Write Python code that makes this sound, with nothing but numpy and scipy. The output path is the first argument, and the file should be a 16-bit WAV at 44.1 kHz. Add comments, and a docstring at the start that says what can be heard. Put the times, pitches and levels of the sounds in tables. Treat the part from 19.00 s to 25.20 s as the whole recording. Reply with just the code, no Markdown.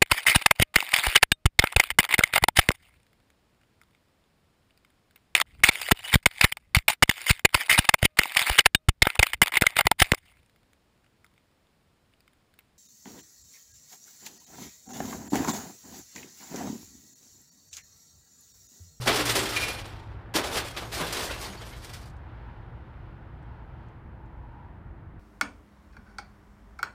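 """On a motorway, in the cab of a lorry: a crash. A small car is struck and dragged along.
Snaps and filtered noise make the panels crumple in bursts and the glass and plastic shatter;
fading tones make the groaning panels, a ringing steel part and small shards; the wreckage scrapes and tumbles away.
The engine, a wavering tone, sags under the blow; then the lorry rolls on with cab rumble and tyre roar,
both made of coloured noise."""
import sys
import numpy as np
from scipy import signal
from scipy.fft import rfft, irfft, next_fast_len
from scipy.io import wavfile

SR = 44100
rng = np.random.default_rng(int(sys.argv[2]) if len(sys.argv) > 2 else 0)


def transcribe(u):
    """Save the signal u as a 16-bit wav file named by the first command-line argument.

    u: samples, shape (n,) or (channels, n), limited to [-1, 1]; the rate is SR.
    q: integer samples, one column per channel.
    """
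    v = np.clip(np.atleast_2d(u).T, -1, 1)
    q = np.round(v * 32767).astype(np.int16)
    wavfile.write(sys.argv[1], SR, q)


N = 273230
TIME = np.arange(N) / SR  # seconds

# engine drone over time: time_s, pitch_hz, level_db
ENGINE_DRONE = [(0, 123, -33.5), (.2, 119.5, -44.5), (.55, 109.9, -40.5), (1.15, 104.9, -47),
                (1.6, 111, -46), (3.1, 115.5, -51), (4.3, 117.5, -50), (6.2, 121.9, -55.5)]
CAB_HUM_HZ, CAB_HUM_DB = 330.3, -61

# colours of the road noises, relative levels: pitch_hz, level_db
RUMBLE_COLOUR = [(15, -36.5), (28, -12.5), (42, -2), (58, 3), (80, -1.5), (105, -5), (140, -7), (190, -14),
                 (270, -17.5), (400, -28), (800, -67.5)]
ROAR_COLOUR = [(150, -10), (260, -1.5), (400, 0.5), (600, -2), (760, 0.5), (890, -1), (1030, -2.5),
               (1180, -4.5), (1500, -4.5), (2000, -11.5), (3000, -27), (6000, -56)]
HISS_COLOUR = [(600, -9.5), (1400, 1), (1900, -4), (3000, -8.5), (4200, -17.5), (5200, -24), (6000, -31.5),
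               (8500, -41), (15000, -45)]
# roar and hiss start at these levels and ease off
RUMBLE_DB, ROAR_START_DB, HISS_START_DB = -44, -50.5, -60.5
ROAR_EASE_DB_PER_S, HISS_EASE_DB_PER_S = 1.03, 1.75
# swells of tyre song and hiss: middle_s, half_length_s, song_level_db, hiss_level_db
TYRE_SWELLS = [(.95, .2, -57.5, -66), (3.42, 0.2, -58.5, -61), (4.0, 0.34, -77.5, -65),
               (4.53, .12, -58.5, -65.5), (4.82, .12, -63.5, -64.5), (5.33, 0.14, -56, -73),
               (5.6, 0.12, -56.5, -69)]
SONG_DB = -68.5  # tread song between the swells

# the wreck slides and grinds: start_s, end_s, grinding_level_db, panel_boom_level_db, splinters_level_db,
# run_out_t60_s (time to fade by 60 dB; the splinters fade sooner)
SLIDES = [(0, .06, -45, -45, -44, .3), (0.092, 0.4, -31, -36, -34, .7), (0.477, .69, -38, -39, -41.5, 0.91),
          (1.363, 1.613, -41, -40.5, -43.5, .7), (1.664, 1.835, -48.5, -49.5, -48.5, 0.94),
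          (1.911, 2.08, -39, -41, -42.5, .6), (2.14, 2.266, -39.5, -38.5, -39.5, 1),
          (2.363, 2.497, -46, -45, -47, 0.83), (2.58, 3.035, -55.5, -58.5, -57, .4)]
SLIDE_ATTACK_S = 0.024

# shards: level against the splinters, loss per octave of pitch, average ring time to fade by 60 dB
SHARD_DB, SHARD_FALL_DB_PER_OCTAVE, SHARD_MEAN_T60_S = 1.5, 2.1, .14

# blows: peak_s, crunch_level_db, panel_boom_level_db, splinters_level_db, build_up_s
BLOWS = [(0.063, -35, -29.5, -37, .006), (0.081, -18, -20.5, -24.5, 0.014), (0.122, -32.5, -30, -49, .01),
         (0.172, -34.5, -32.5, -36, .005), (0.199, -30, -28.5, -39, 0.018), (0.257, -29, -40, -26, .006),
         (0.299, -25, -36, -26.5, 0.027), (0.36, -24.5, -26.5, -23, 0.011), (0.432, -38, -36, -33.5, .008),
         (0.46, -31, -52, -36, .005), (0.493, -47, -55, -33.5, .008), (0.571, -29, -41, -33.5, 0.043),
         (0.640, -31, -43, -34, 0.06), (0.857, -48, -50, -50, .006), (1.342, -34.5, -34, -35, 0.0034),
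         (1.362, -22, -26.5, -24, 0.018), (1.382, -33.5, -31.5, -37.5, 0.016),
         (1.443, -34.5, -33.5, -39, 0.013), (1.561, -32.5, -33.5, -34.5, 0.055),
         (1.578, -27, -33, -30, 0.013), (1.771, -33, -37.5, -41, .008), (1.826, -44, -38.5, -48, 0.018),
         (1.950, -34.5, -45, -33.5, 0.021), (2.014, -33, -30.5, -37.5, 0.032),
         (2.126, -32, -37, -30, .0015), (2.172, -31, -34.5, -35.5, 0.033), (2.21, -34.5, -49, -39, 0.023),
         (2.312, -34, -40, -50, .013), (2.415, -40.5, -46.5, -38.5, 0.0033), (2.442, -48, -44.5, -46, .007),
         (2.615, -44.5, -47, -52, .006), (2.728, -47, -49, -65, 0.0043), (2.846, -45.5, -50, -44.5, 0.0067),
         (2.896, -47.5, -58, -52, .004), (2.938, -44, -61, -44, .01), (3.06, -62, -61, -57, .006)]
CRUNCH_T60_S = .2  # the crunch fades by 60 dB in this time after every blow
# colour of crumpling bodywork, relative levels: pitch_hz, level_db_per_hz
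CRUMPLE_COLOUR = [(90, -15.5), (170, -12), (220, -8.5), (310, -5), (400, -3), (560, -4), (800, -5),
                  (1150, -4.5), (2200, -3), (3400, -2.5), (4800, -9), (6500, -19), (9500, -21.5),
                  (13000, -27), (15500, -29.5)]

# buckling panels groan and thump: start_s, pitch_hz, level_db, t60_s
GROANS = [(.075, 338, -30.5, .25), (.14, 410, -28.5, 0.4), (.195, 295, -30, 0.62), (.345, 300.2, -34, 0.94),
          (.36, 387.3, -29, 0.61), (1.352, 318, -21.5, .17), (1.355, 169.2, -30.5, 0.13),
          (2.005, 168, -34.5, 0.43), (2.49, 195.3, -39, 0.25)]

# tones of a ringing steel part: pitch_hz, level_db (against the knock), t60_s
STEEL_MODES = [(1960, -10, 0.43), (2230, -3.5, 0.39), (2408, 4.5, 0.33), (2422, -1, 0.54),
               (2730, -7.5, 0.48), (3120, -10, .4), (4150, -7, 0.35), (5600, -18.5, 0.84), (9390, -31, .4),
               (10660, -12, 0.43)]
# knocks on the steel part: start_s, level_db
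STEEL_KNOCKS = [(.564, -30.5), (0.627, -34.5), (.70, -44.5)]
# tones of a small loose piece of metal or glass: pitch_hz, level_db (against the landing), t60_s
TINKLE_MODES = [(4450, 5, 0.12), (4861, -2, .18)]
# landings of the small piece as it bounces: start_s, level_db
TINKLE_LANDINGS = [(2.452, -45.5), (2.576, -51)]

# small knocks of loose bits: start_s, level_db
TICKS = [(1.061, -71), (1.136, -78.5), (3.099, -61), (3.166, -68), (4.427, -76), (4.885, -73), (5.259, -80)]

CUTOFF_HZ = 15500


def from_db(db):
    """Turn decibels into a plain gain."""
    return 10 ** (np.asarray(db) / 20)


def rms_one(x):
    """Scale a signal to an average power of one."""
    return x / np.sqrt(np.mean(x ** 2) + 1e-20)


def in_time(rows):
    """Draw straight lines between the rows of a table, one curve per column."""
    s, *columns = np.transpose(rows)
    return [np.interp(TIME, s, column) for column in columns]


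def coloured(x, spectrum):
    """Shape how strong each pitch is in a steady signal; power of one."""
    size = next_fast_len(N)
    hz, db = np.transpose(spectrum)
    bins_hz = np.maximum(np.arange(size // 2 + 1) * SR / size, 1)
    gain = from_db(np.interp(np.log(bins_hz), np.log(hz), db))
    return rms_one(irfft(rfft(x, size) * gain, size)[:N])


def band(x, edges_hz, kind):
    """Keep only one range of pitches; power of one."""
    sos = signal.butter(N=3, Wn=edges_hz, btype=kind, fs=SR, output="sos")
    return rms_one(signal.sosfilt(sos, x))


def drift(rate):
    """Wander at random, with this many new values a second; power of one."""
    knots = rng.standard_normal(4096)
    return rms_one(np.interp(TIME * rate, np.arange(len(knots)), knots))


def dying(start, t60):
    """Fade from a given moment by 60 dB every t60 seconds, down to 120 dB below the start."""
    return (TIME >= start) * np.exp(-np.log(1000) * np.clip((TIME - start) / t60, 0, 2))


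def engine(waver=0.0064, throb_db=3.0, hum_waver=0.0067):
    """The firing drone sags and recovers in pitch; a faint hum sits above it."""
    hz, db = in_time(ENGINE_DRONE)
    level = from_db(db + throb_db * drift(26))
    # adding up the changing pitch gives the phase of the wave
    drone = level * np.sin(2 * np.pi * np.cumsum(hz * (1 + waver * drift(27))) / SR)
    hum_hz = CAB_HUM_HZ * (1 + hum_waver * drift(40))
    hum = from_db(CAB_HUM_DB) * np.sin(2 * np.pi * np.cumsum(hum_hz) / SR)
    return drone + hum


def road(sing_hz=900, sing_width_hz=160):
    """The road shakes the cab; tyres roar, hiss and sing on the asphalt, heard through closed windows."""
    rumble = from_db(RUMBLE_DB)
    roar = from_db(ROAR_START_DB - ROAR_EASE_DB_PER_S * TIME)
    hiss = from_db(HISS_START_DB - HISS_EASE_DB_PER_S * TIME)
    song = from_db(SONG_DB)
    for s, half_length, song_db, hiss_db in TYRE_SWELLS:
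        swell = np.exp(-.5 * ((TIME - s) / half_length) ** 2)
        # hypot adds the powers of two sounds
        song = np.hypot(song, from_db(song_db) * swell)
        hiss = np.hypot(hiss, from_db(hiss_db) * swell)
    edges_hz = [sing_hz - sing_width_hz / 2, sing_hz + sing_width_hz / 2]
    sing = song * band(rng.standard_normal(N), edges_hz, "band")
    layers = [(rumble, RUMBLE_COLOUR), (roar, ROAR_COLOUR), (hiss, HISS_COLOUR)]
    return sing + sum(gain * coloured(rng.standard_normal(N), colour) for gain, colour in layers)


def grinding(splinter_life=0.7):
    """Gains of the grinding, its boom and its splinters: each slide bites, holds and runs out."""
    power = np.zeros((3, N))
    life = np.array([[1], [1], [splinter_life]])
    for start, end, grind_db, boom_db, splinter_db, t60 in SLIDES:
        near = slice(int(max(start, 0) * SR), int((end + t60) * SR))
        t = TIME[near]
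        bite = np.clip((t - start) / SLIDE_ATTACK_S, 0, 1)
        run_out = np.exp(-np.log(1000) * np.maximum(t - end, 0) / (t60 * life))
        levels = from_db([[grind_db], [boom_db], [splinter_db]])
        power[:, near] += (levels * bite * run_out) ** 2
    return np.sqrt(power)


def shards(splinters, count=300, spread_db=5.0, low_hz=1100, high_hz=14500):
    """Bits of metal, glass and trim spill from the wreck as it grinds; each rings at its own pair of pitches."""
    out = np.zeros(N)
    age = TIME[:SR // 4]
    for when, pitch, partner, size, life, phase in rng.random((count, 6)):
        start = int(when * BLOWS[-1][0] * SR)
        hz = low_hz * (high_hz / low_hz) ** pitch
        ring = np.sin(2 * np.pi * (hz * age + phase))
        ring += .5 * np.sin(2 * np.pi * hz * (1 - partner / 2) * age)
        # bits that ring higher are fainter
        db = SHARD_DB + spread_db * (2 * size - 1) - SHARD_FALL_DB_PER_OCTAVE * np.log2(hz / low_hz)
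        fade = np.exp(-np.log(1000) * age / (SHARD_MEAN_T60_S * (.5 + life)))
        out[start:start + len(age)] += splinters[start] * from_db(db) * ring * fade
    return out


def fractures(per_s, spread_db, cab_t60, cab_db):
    """Metal gives way in a stream of snaps of very uneven size, each with a noisy tail in the cab."""
    sizes = from_db(spread_db * np.minimum(rng.exponential(1, N), 4)) * rng.choice([-1, 1], N)
    snaps = sizes * (rng.random(N) < per_s / SR)
    # the power of the tails keeps this share from one sample to the next
    keep = np.exp(-2 * np.log(1000) / (cab_t60 * SR))
    tail_power = signal.lfilter([1 - keep], [1, -keep], snaps ** 2)
    tails = np.sqrt(tail_power) * rng.standard_normal(N)
    return coloured(snaps + from_db(cab_db) * tails, CRUMPLE_COLOUR)


def wreck(grind, boom_hz=1150, splinter_hz=5600, splinter_life=0.81, boom_life=1.6,
          judder_db=0.5, catch_db=2.0, splinter_catch_db=3.0):
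    """Blows build as metal gives way and die as it settles; grinding between them catches and slips."""
    scrape, boom, splinters = grind
    catch = drift(60)
    uneven = from_db(catch_db * catch)
    power = np.array([boom * uneven, scrape * uneven, splinters * from_db(splinter_catch_db * catch)]) ** 2
    for s, crunch_db, boom_db, splinter_db, build_up in BLOWS:
        near = slice(max(int((s - build_up) * SR), 0), int((s + CRUNCH_T60_S) * SR))
        age = TIME[near] - s
        rise = np.clip(1 + age / build_up, 0, 1)
        # the boom fades slower than the crunch, the splinters faster
        kinds = [(boom_db, boom_life), (crunch_db, 1), (splinter_db, splinter_life)]
        for k, (db, life) in enumerate(kinds):
            fade = np.exp(-np.log(1000) * np.maximum(age, 0) / (life * CRUNCH_T60_S))
            power[k, near] += (from_db(db) * rise * fade) ** 2
    # wide panels boom, folding metal crunches, glass and plastic splinter
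    panels = band(fractures(per_s=2500, spread_db=2, cab_t60=0.22, cab_db=11.5), boom_hz, "low")
    snaps = fractures(per_s=3800, spread_db=2.5, cab_t60=0.066, cab_db=0)
    crunch = band(snaps, [boom_hz, splinter_hz], "band")
    parts = [panels, crunch, band(snaps, splinter_hz, "high")]
    return np.sum(np.sqrt(power) * parts, axis=0) * from_db(judder_db * drift(110))


def groans(waver=0.028, rough_db=0.0, swell_s=0.0019):
    """A large panel sounds its low mode, whose pitch wobbles as the sheet bends."""
    out = np.zeros(N)
    for s, hz, db, t60 in GROANS:
        swell = np.clip((TIME - s) / swell_s, 0, 1)
        phase = 2 * np.pi * np.cumsum(hz * (1 + waver * drift(70))) / SR
        out += from_db(db + rough_db * drift(90)) * swell * dying(s, t60) * np.sin(phase)
    return out


def steel(modes, knocks):
    """A hard part is knocked and rings; its tones start together, and close ones beat."""
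    rattle = .2  # radians of random wobble in the wave
    out = np.zeros(N)
    age = TIME - knocks[0][0]
    for hz, db, t60 in modes:
        swing = np.sqrt(sum((from_db(knock_db) * dying(s, t60)) ** 2 for s, knock_db in knocks))
        out += from_db(db) * swing * np.sin(2 * np.pi * hz * age + rattle * drift(120))
    return out


def ticks(t60=.05, low_hz=3500, high_hz=8500):
    """Loose bits tick faintly: short bursts of high noise that start at once and fade."""
    noise = band(rng.standard_normal(N), [low_hz, high_hz], "band")
    return noise * sum(from_db(db) * dying(s, t60) for s, db in TICKS)


def scene():
    """Everything reaches one microphone behind the windscreen."""
    grind = grinding()
    metal = steel(STEEL_MODES, STEEL_KNOCKS) + steel(TINKLE_MODES, TINKLE_LANDINGS)
    crash = wreck(grind) + groans() + metal + shards(grind[2]) + ticks()
    return (crash + engine() + road())[None]


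def record(dry):
    """The loudest peaks are rounded and the top is cut."""
    ceiling = .27
    top_cut = signal.ellip(12, .1, 80, CUTOFF_HZ, fs=SR, output="sos")
    return signal.sosfilt(top_cut, ceiling * np.tanh(dry / ceiling))


dry = scene()
out = record(dry)
transcribe(out)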